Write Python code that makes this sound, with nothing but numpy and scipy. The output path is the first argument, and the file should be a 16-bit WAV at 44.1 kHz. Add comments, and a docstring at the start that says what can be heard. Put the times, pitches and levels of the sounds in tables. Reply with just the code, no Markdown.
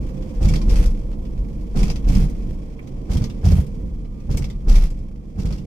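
"""Car crossing raised strips

Inside a car slowing on concrete, the road rumbles, the tread hums lower and lower, the drivetrain
whines faintly and the trim ticks. Front axle, then rear, crosses sets of three raised strips.
The tyres slap the strips, heave the body, thud in the floor pan and drum the cabin air.
Each crossing throws loose plastic trim up, to clack and rattle."""
import sys
import numpy as np
from scipy import signal
from scipy.fft import rfft, irfft, next_fast_len
from scipy.io import wavfile
from scipy.ndimage import uniform_filter1d, minimum_filter1d, map_coordinates

SR = 44100
rng = np.random.default_rng(int(sys.argv[2]) if len(sys.argv) > 2 else 0)


def store_wav(level_fs):
    """Save 16-bit WAV to argv[1]."""
    pcm = np.round(np.clip(np.atleast_2d(level_fs), -1, 1) * 32767)
    wavfile.write(sys.argv[1], SR, pcm.T.astype(np.int16))


N = 249606
TIME_S = np.arange(N) / SR
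AGE_S = np.arange(SR // 2) / SR  # time since a blow


def amp(db):
    """Decibels to gain."""
    return 10 ** (np.asarray(db) / 20)


def unit(x):
    """x at rms 1."""
    return x / np.sqrt(np.mean(x ** 2) + 1e-20)


def along(points, hz):
    """(Hz, value) points read on a log axis."""
    knots_hz, values = np.transpose(points)
    return np.interp(np.log(hz + 1), np.log(knots_hz + 1), values)


def curves(rows):
    """One value per sample for each column after the time."""
    times_s, *columns = np.transpose(rows)
    return [np.interp(TIME_S, times_s, column) for column in columns]


def wobble(per_s):
    """A smooth random curve, per_s knots a second."""
    knots = rng.standard_normal(int(N * per_s / SR) + 4)
    return map_coordinates(knots, [TIME_S * per_s])


def ripple(hz, step_hz):
    """A random curve over frequency, a knot every step_hz."""
    knots = np.arange(0, SR / 2, step_hz)
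    return np.interp(hz, knots, rng.standard_normal(len(knots)))


def filtered(x, response):
    """x times a response of frequency."""
    size = next_fast_len(N + SR // 2)
    return irfft(rfft(x, size) * response(np.fft.rfftfreq(size, 1 / SR)), size)[..., :N]


def add(track, start_s, sound):
    """Mix a sound into a track."""
    part = track[..., max(round(start_s * SR), 0):][..., :sound.shape[-1]]
    part += sound[..., :part.shape[-1]]


def swell(rise_s, t60_s):
    """A half-second envelope of peak 1: soft rise, exponential decay."""
    shape = (1 - np.exp(-(AGE_S / rise_s) ** 2)) * amp(-60 * AGE_S / t60_s)
    return shape / shape.max()


def contacts(per_s, spread_db, t60_s):
    """Envelope of rms 1 of many tiny contacts, each dying quickly."""
    hits = (rng.random(N) < per_s / SR) * amp(spread_db * rng.standard_normal(N)) ** 2
    power = signal.fftconvolve(hits, amp(-60 * AGE_S / t60_s) ** 2)[:N]
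    return unit(np.sqrt(np.abs(power)))


# Each row: frequency in Hz, left-right correlation.
CORRELATION = [(60, 0.99), (130, 0.96), (290, 0.87), (640, 0.31), (1400, -0.35), (3100, 0.046),
               (15000, -0.086)]


def noise(spectrum):
    """Stereo noise of rms near 1, alike on both sides in the bass, unrelated in the treble."""
    def mid_and_side(hz):
        angle = np.arccos(np.clip(along(CORRELATION, hz), -1, 1)) / 2
        return amp(along(spectrum, hz)) * [np.cos(angle), np.sin(angle)]

    mid, side = filtered(rng.standard_normal((2, N)), mid_and_side)
    return np.array([mid + side, mid - side]) / np.sqrt(np.mean(mid ** 2))


# Each row: time in seconds, then relative shudder, boom, roar and rustle in dB.
ROAD_LEVELS = [(0.19, -24, -31.5, -39.5, -58.5), (1.15, -27.5, -35.5, -43, -65.5),
               (1.55, -24.5, -32.5, -43, -64), (2.52, -26.5, -34.5, -42.5, -62),
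               (2.871, -35, -37.5, -42.5, -64), (4.02, -29, -34.3, -46.5, -66.5),
               (5.15, -34, -37.5, -48.5, -69)]
# Lift per crossing in dB: shudder, boom, roar, rustle.
UNSETTLED_LIFT_DB = [6, 6, 3.9, 4.7]


def road_levels():
    """Shudder, boom, roar and rustle in dB: sinking as the car slows, lifted at each crossing."""
    unsettled = np.zeros(N)
    lead_s = 0.051  # rough ground before the strips
    for start_s, *_ in CROSSINGS:
        add(unsettled, start_s - lead_s, swell(rise_s=0.091, t60_s=1.84))
    return [db + lift_db * unsettled for db, lift_db in zip(curves(ROAD_LEVELS), UNSETTLED_LIFT_DB)]


# Each row: frequency in Hz, relative density in dB.
SHUDDER_SPECTRUM = [(12, -23), (22, 0), (29, 7), (38, 2), (52, 1.5), (68, -25), (100, -66.5)]
ROAR_SPECTRUM = [(41, 4), (70, 2.5), (103, -4), (135, 0.5), (165, -3), (211, -1.5), (259, -11.5),
                 (294, -11), (411, -22), (467, -19.5), (524, -20), (566, -26.5), (842, -36), (1050, -34.5),
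                 (1500, -50), (1950, -68), (3300, -120)]


def road():
    """Rough concrete shudders the body, booms in the cabin and roars through the tyres."""
    shudder_db, boom_db, roar_db, _ = road_levels()
    bumps_db = wobble(per_s=10)
    shudder = amp(shudder_db - 1.5 + bumps_db) * noise(SHUDDER_SPECTRUM)
    rolling = noise(ROAR_SPECTRUM)
    lows = filtered(rolling, lambda hz: 1 / (1 + (hz / 265) ** 8))
    boom = amp(boom_db + 3.26 + bumps_db) * unit(lows)
    roar = amp(roar_db + 0.07 + 0.5 * bumps_db) * unit(rolling - lows)
    return shudder + boom + roar


# Each row: time in seconds, pitch in Hz.
TREAD_PITCH = [(0, 535), (1.2, 467.7), (3, 450.8), (5.66, 441)]


def tread_hum():
    """Unevenly spaced tread blocks make a fuzzy hum that sinks with the speed."""
    hum_hz, = curves(TREAD_PITCH)
    _, _, roar_db, _ = road_levels()
    carrier = np.exp(2j * np.pi * np.cumsum(hum_hz) / SR)
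    fuzz = wobble(per_s=24) + 1j * wobble(per_s=24)
    return amp(roar_db - 11) * unit((carrier * fuzz).real)


# Each row: time in seconds, level in dB.
WHINE_LEVELS = [(2.9, -97), (3.25, -65.5), (3.7, -82), (4.1, -70.5), (4.52, -67), (4.9, -88)]


def drivetrain_whine(start_hz=1236, sag_hz_per_s=9.3):
    """The drivetrain whines faintly as the car coasts."""
    whine_db, = curves(WHINE_LEVELS)
    whine_hz = start_hz - sag_hz_per_s * TIME_S + 9 * wobble(per_s=40)
    phase = 2 * np.pi * np.cumsum(whine_hz) / SR
    return amp(whine_db + 2.5 * wobble(per_s=14)) * np.sqrt(2) * np.sin(phase)


# Each row: frequency in Hz, relative density in dB.
RUSTLE_SPECTRUM = [(900, -28), (1500, -2), (1950, 0.5), (2400, 4), (2700, -4), (3100, -0.5), (3800, -6),
                   (5500, -4), (7000, -7.5), (8800, -9.5), (9800, -16), (15500, -19.5)]


def trim_rustle():
    """The running car keeps its trim faintly ticking."""
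    *_, rustle_db = road_levels()
    ticks = contacts(per_s=500, spread_db=3.5, t60_s=0.08)
    return amp(rustle_db - 0.5) * ticks * noise(RUSTLE_SPECTRUM)


# Each row: start in seconds, relative level in dB.
PANEL_KNOCKS = [(2.788, -43.5)]
# Each row: frequency in Hz, relative density in dB.
PANEL_SPECTRUM = [(1100, -10), (1700, -8), (2300, 3), (2600, -9), (3100, -12), (4200, -31)]


def panel_knock():
    """A panel gives one short, dull knock."""
    level = np.zeros(N)
    for start_s, db in PANEL_KNOCKS:
        add(level, start_s, amp(db - 4) * swell(rise_s=0.0043, t60_s=0.07))
    return level * noise(PANEL_SPECTRUM)


# Each row: first clack in seconds, relative clack and surge levels in dB, fade per surge in dB.
RATTLES = [(0.428, -20.5, -37, 4), (0.694, -24.5, -39.5, 0.5), (1.771, -19.5, -34.5, 5),
           (2.087, -23.5, -37, 3), (3.111, -24.5, -40, 5), (3.455, -26, -35, 10), (4.313, -24, -42.5, 4),
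           (4.692, -21.5, -36.5, 3), (5.396, -30, -43, 0.5)]
FRONT_RATTLES, REAR_RATTLES = RATTLES[::2], RATTLES[1::2]


def jolts(shape, lead_s, gap_s=0.062):
    """Three fading surges per crossing, starting lead_s before its first clack."""
    power = np.zeros(N)
    for start_s, _, surge_db, fade_db in RATTLES:
        for k in range(3):
            surge = amp(surge_db - fade_db * k) * shape
            add(power, start_s + k * gap_s - lead_s, surge ** 2)
    return np.sqrt(power)


# Each row: frequency in Hz, relative density in dB.
SIZZLE_SPECTRUM = [(2000, 6), (4500, -1), (6000, -2), (8500, -4.5), (10000, -2.5), (11300, -3.5),
                   (14200, -7), (15800, -32)]


def rear_sizzle(level_db=-47.5, rise_s=0.04, hold_s=0.15, t60_s=0.17):
    """Small loose things in the back rattle brightly while the rear axle bounces."""
    level = np.zeros(N)
    for start_s, *_ in REAR_RATTLES:
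        age_s = TIME_S - start_s
        decay_db = 60 * np.maximum(age_s - hold_s, 0) / t60_s
        level += np.clip(age_s / rise_s, 0, 1) * amp(level_db - decay_db)
    return level * contacts(per_s=450, spread_db=3, t60_s=0.035) * noise(SIZZLE_SPECTRUM)


# Each row: frequency in Hz, relative density in dB.
TRIM_SPECTRUM = [(500, 5.5), (900, -1), (1130, 2), (1600, -4), (2210, 2.5), (3000, 0), (3700, -1.5),
                 (5400, 1.5), (7400, -5), (8800, -6.5), (9900, -15.5), (11000, -9.5), (14200, -18.5),
                 (15800, -21)]


def trim_chatter():
    """Jolted trim chatters after each strip."""
    shaken = jolts(swell(rise_s=0.032, t60_s=0.26), lead_s=0.023)
    ticks = contacts(per_s=700, spread_db=3, t60_s=0.035)
    return amp(-4.5) * shaken * ticks * noise(TRIM_SPECTRUM)


def clack(ring_hz, treble_db):
    """One plastic part strikes: a noise burst with uneven peaks and a resonance at ring_hz."""
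    hz = np.fft.rfftfreq(len(AGE_S), 1 / SR)
    uneven_db = 3.8 * ripple(hz, step_hz=150)
    resonance_db = 5 / (1 + ((hz - ring_hz) / (0.12 * ring_hz)) ** 2)
    hardness_db = (treble_db + 25) * np.clip((hz - 3500) / 5000, 0, 1)  # harder is brighter
    colour = amp(along(TRIM_SPECTRUM, hz) + uneven_db + resonance_db + hardness_db)
    burst = irfft(rfft(rng.standard_normal((2, len(AGE_S)))) * colour, len(AGE_S))
    strike = swell(rise_s=0.0005, t60_s=0.049)
    window_echo = amp(-12.5) * swell(rise_s=0.011, t60_s=0.1)
    return unit(burst) * (strike + window_echo)


# Each row: delay in seconds, relative level in dB, ring in Hz, relative treble in dB.
FRONT_BOUNCES = [(0.0, -11.5, 2660, -17.5), (.059, 0, 2400, -22), (.109, -5.5, 2380, -28),
                 (.129, 0, 4700, -27), (.187, -6, 3500, -28)]
REAR_BOUNCES = [(0.0, -5.5, 5130, -17.5), (.063, 1.5, 2080, -22), (.145, -17.5, 4800, -8.5),
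                (.211, -15, 2200, -15.5), (.296, -22.5, 2500, -20.5)]
# Each row: start in seconds, relative level in dB, ring in Hz, relative treble in dB.
SINGLE_CLACKS = [(0.2244, -44.5, 3390, -30), (0.5372, -28, 2120, -23), (0.8592, -32.5, 5100, -18),
                 (1.1278, -48.5, 1720, -32), (1.2521, -46, 3170, -30), (1.377, -49, 2250, -31),
                 (1.6114, -48.5, 1780, -23), (2.0437, -43.5, 3120, -30), (2.8729, -44, 2500, -24),
                 (3.1331, -33, 2500, -18), (3.2398, -35.5, 4850, -21), (4.0477, -51.5, 2470, -41),
                 (4.2024, -52, 2270, -24), (4.372, -28.5, 5450, -11.5)]


def trim_clacks():
    """Larger trim parts strike their seats: in one bounce pattern per axle, and singly."""
    out = np.zeros((2, N))
    for rattles, bounces in [(FRONT_RATTLES, FRONT_BOUNCES), (REAR_RATTLES, REAR_BOUNCES)]:
        for start_s, clack_db, *_ in rattles:
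            for delay_s, db, ring_hz, treble_db in bounces:
                add(out, start_s + delay_s, amp(clack_db + db - 10.5) * clack(ring_hz, treble_db))
    for start_s, db, ring_hz, treble_db in SINGLE_CLACKS:
        add(out, start_s, amp(db - 4) * clack(ring_hz, treble_db))
    return out


def windscreen(x):
    """Reflections off the nearby glass give each side its own fine peaks and dips."""
    return filtered(x, lambda hz: amp([2.8 * ripple(hz, step_hz=70) for _ in range(2)]))


# Each row: start in seconds, strip gap in seconds, tyre flight in seconds, position of the hardest
# blow (strips 0-2), heave in dB, heave in Hz, thud in dB, drum in dB. Levels are relative.
CROSSINGS = [(0.411, 0.055, 0.032, 0.035, -4, 43.2, -17, -18.5),
             (0.669, 0.072, 0.046, 0.23, -2, 45, -29, -26.5),
             (1.747, 0.06, 0.00727, .7, -8.5, 30, -23.5, -21),
             (2.061, .064, .028, 0.97, -3, 36.4, -19.5, -17),
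             (3.089, 0.057, 0.0038, 0.77, -14.5, 38.5, -16.5, -20.5),
             (3.432, 0.061, .022, 0.37, -3.5, 61, -12, -15),
             (4.285, .052, 0.0031, 0.64, -14.5, 38.85, -20, -28),
             (4.667, 0.066, 0.028, 0.33, -0.5, 33.3, -27, -25.5),
             (5.371, 0.06, 0.011, 0.73, -20.5, 53.3, -24, -24)]  # front and rear axle in turn


def strips(fall_db_per_strip=4):
    """Each meeting of an axle with a strip, weaker away from the hardest blow."""
    for start_s, gap_s, flight_s, hardest, *body_response in CROSSINGS:
        for k in range(3):
            meet_s = start_s + k * gap_s
            force_db = -fall_db_per_strip * abs(k - hardest)
            yield meet_s, meet_s + flight_s, force_db, *body_response


# Each row: frequency in Hz, relative density in dB.
SLAP_SPECTRUM = [(140, -34), (240, 1.5), (293, -12.5), (330, -7.5), (460, -6), (647, -19.5), (747, -14),
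                 (855, -21), (1600, -27), (2080, -39), (3520, -120)]


def tread_slaps():
    """The tread slaps each strip and smacks down behind it: dull bursts through the wheel arches."""
    rolling = amp(2) * jolts(swell(rise_s=0.027, t60_s=0.33), lead_s=0.038)
    smack = swell(rise_s=0.0058, t60_s=0.08)
    landing = np.zeros(N)
    for _, land_s, force_db, _, _, thud_db, _ in strips():
        add(landing, land_s, amp(thud_db + force_db - 13.5) * smack)
    return np.hypot(rolling, landing) * noise(SLAP_SPECTRUM)


def ring(modes, rise_s, pitch_scatter, skew_rad):
    """Modes struck once, peak 1, with random strength, detuning and left-right phase."""
    out = np.zeros((2, len(AGE_S)))
    for hz, db, t60_s in modes:
        strength, detune, skew = rng.standard_normal(3)
        phase = 2 * np.pi * hz * (1 + pitch_scatter * detune) * AGE_S
        side_phase = skew_rad * skew * np.array([[1], [-1]])
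        out += amp(db + 2 * strength) * swell(rise_s, t60_s) * np.sin(phase + side_phase)
    return out / np.abs(out).max()


# Each row: frequency in Hz, relative level in dB, t60 in seconds.
FLOOR_PAN_MODES = [(79, -7, 0.17), (95.1, 0.5, 0.077), (141, -3.5, 0.23)]
CABIN_AIR_MODES = [(161.8, 0, 0.32), (185.6, 6, 0.19), (216.3, -4, 0.19), (278.8, -12, 0.16)]


def strip_thumps(shake_hz=28):
    """A tyre meets a strip, then lands harder; both blows heave the body and ring floor pan and air."""
    out = np.zeros((2, N))
    shake = amp(-13) * swell(rise_s=0.017, t60_s=0.71) * np.sin(2 * np.pi * shake_hz * AGE_S)
    for meet_s, land_s, force_db, heave_db, heave_hz, thud_db, drum_db in strips():
        heave = swell(rise_s=0.032, t60_s=0.067) * np.sin(2 * np.pi * heave_hz * AGE_S) + shake
        for blow_s, knock_db, lift_db in [(meet_s, -9.5, -5.5), (land_s, 0, 0)]:
            thud = ring(FLOOR_PAN_MODES, rise_s=0.0093, pitch_scatter=0.067, skew_rad=0.074)
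            drum = ring(CABIN_AIR_MODES, rise_s=0.0077, pitch_scatter=0.017, skew_rad=0.062)
            knock = amp(thud_db + 8) * thud + amp(drum_db + 4) * drum
            blow = amp(knock_db) * knock - amp(heave_db + lift_db - 0.5) * heave
            add(out, blow_s, amp(force_db) * blow)
    return out


# Each row: frequency in Hz, left minus right in dB.
BALANCE = [(60, 0), (100, -0.5), (160, -5.5), (270, -10), (450, -7), (740, -9), (1200, -3), (2000, -2.5),
           (3300, -2.5), (5500, 3), (9000, -1.5), (15000, 5)]


def cabin_balance(hz):
    """Left and right gains; the low middle is stronger on the right."""
    gains = amp(along(BALANCE, hz) * np.array([[0.5], [-0.5]]))
    return gains / gains.mean(axis=0)


def scene():
    """All sources in the cabin; the rattles also reflect off the glass."""
    rattles = windscreen(trim_chatter() + trim_clacks() + rear_sizzle() + panel_knock() + trim_rustle())
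    cabin = strip_thumps() + tread_slaps() + rattles + road() + tread_hum() + drivetrain_whine()
    return filtered(cabin, cabin_balance)


def record(dry, low_cut_hz=16, ceiling=0.86, top_hz=15600):
    """Bass roll-off, a limiter on the hardest thumps, soft ends and a band limit."""
    x = filtered(dry, lambda hz: hz ** 2 / np.sqrt(hz ** 4 + low_cut_hz ** 4))
    needed_gain = np.minimum(1, ceiling / (np.abs(x).max(axis=0) + 1e-9))
    gain = uniform_filter1d(minimum_filter1d(needed_gain, size=900), size=900)
    soft_ends = signal.windows.tukey(N, 0.002)
    return filtered(x * gain * soft_ends, lambda hz: hz < top_hz)


dry = scene()
out = record(dry)
store_wav(out)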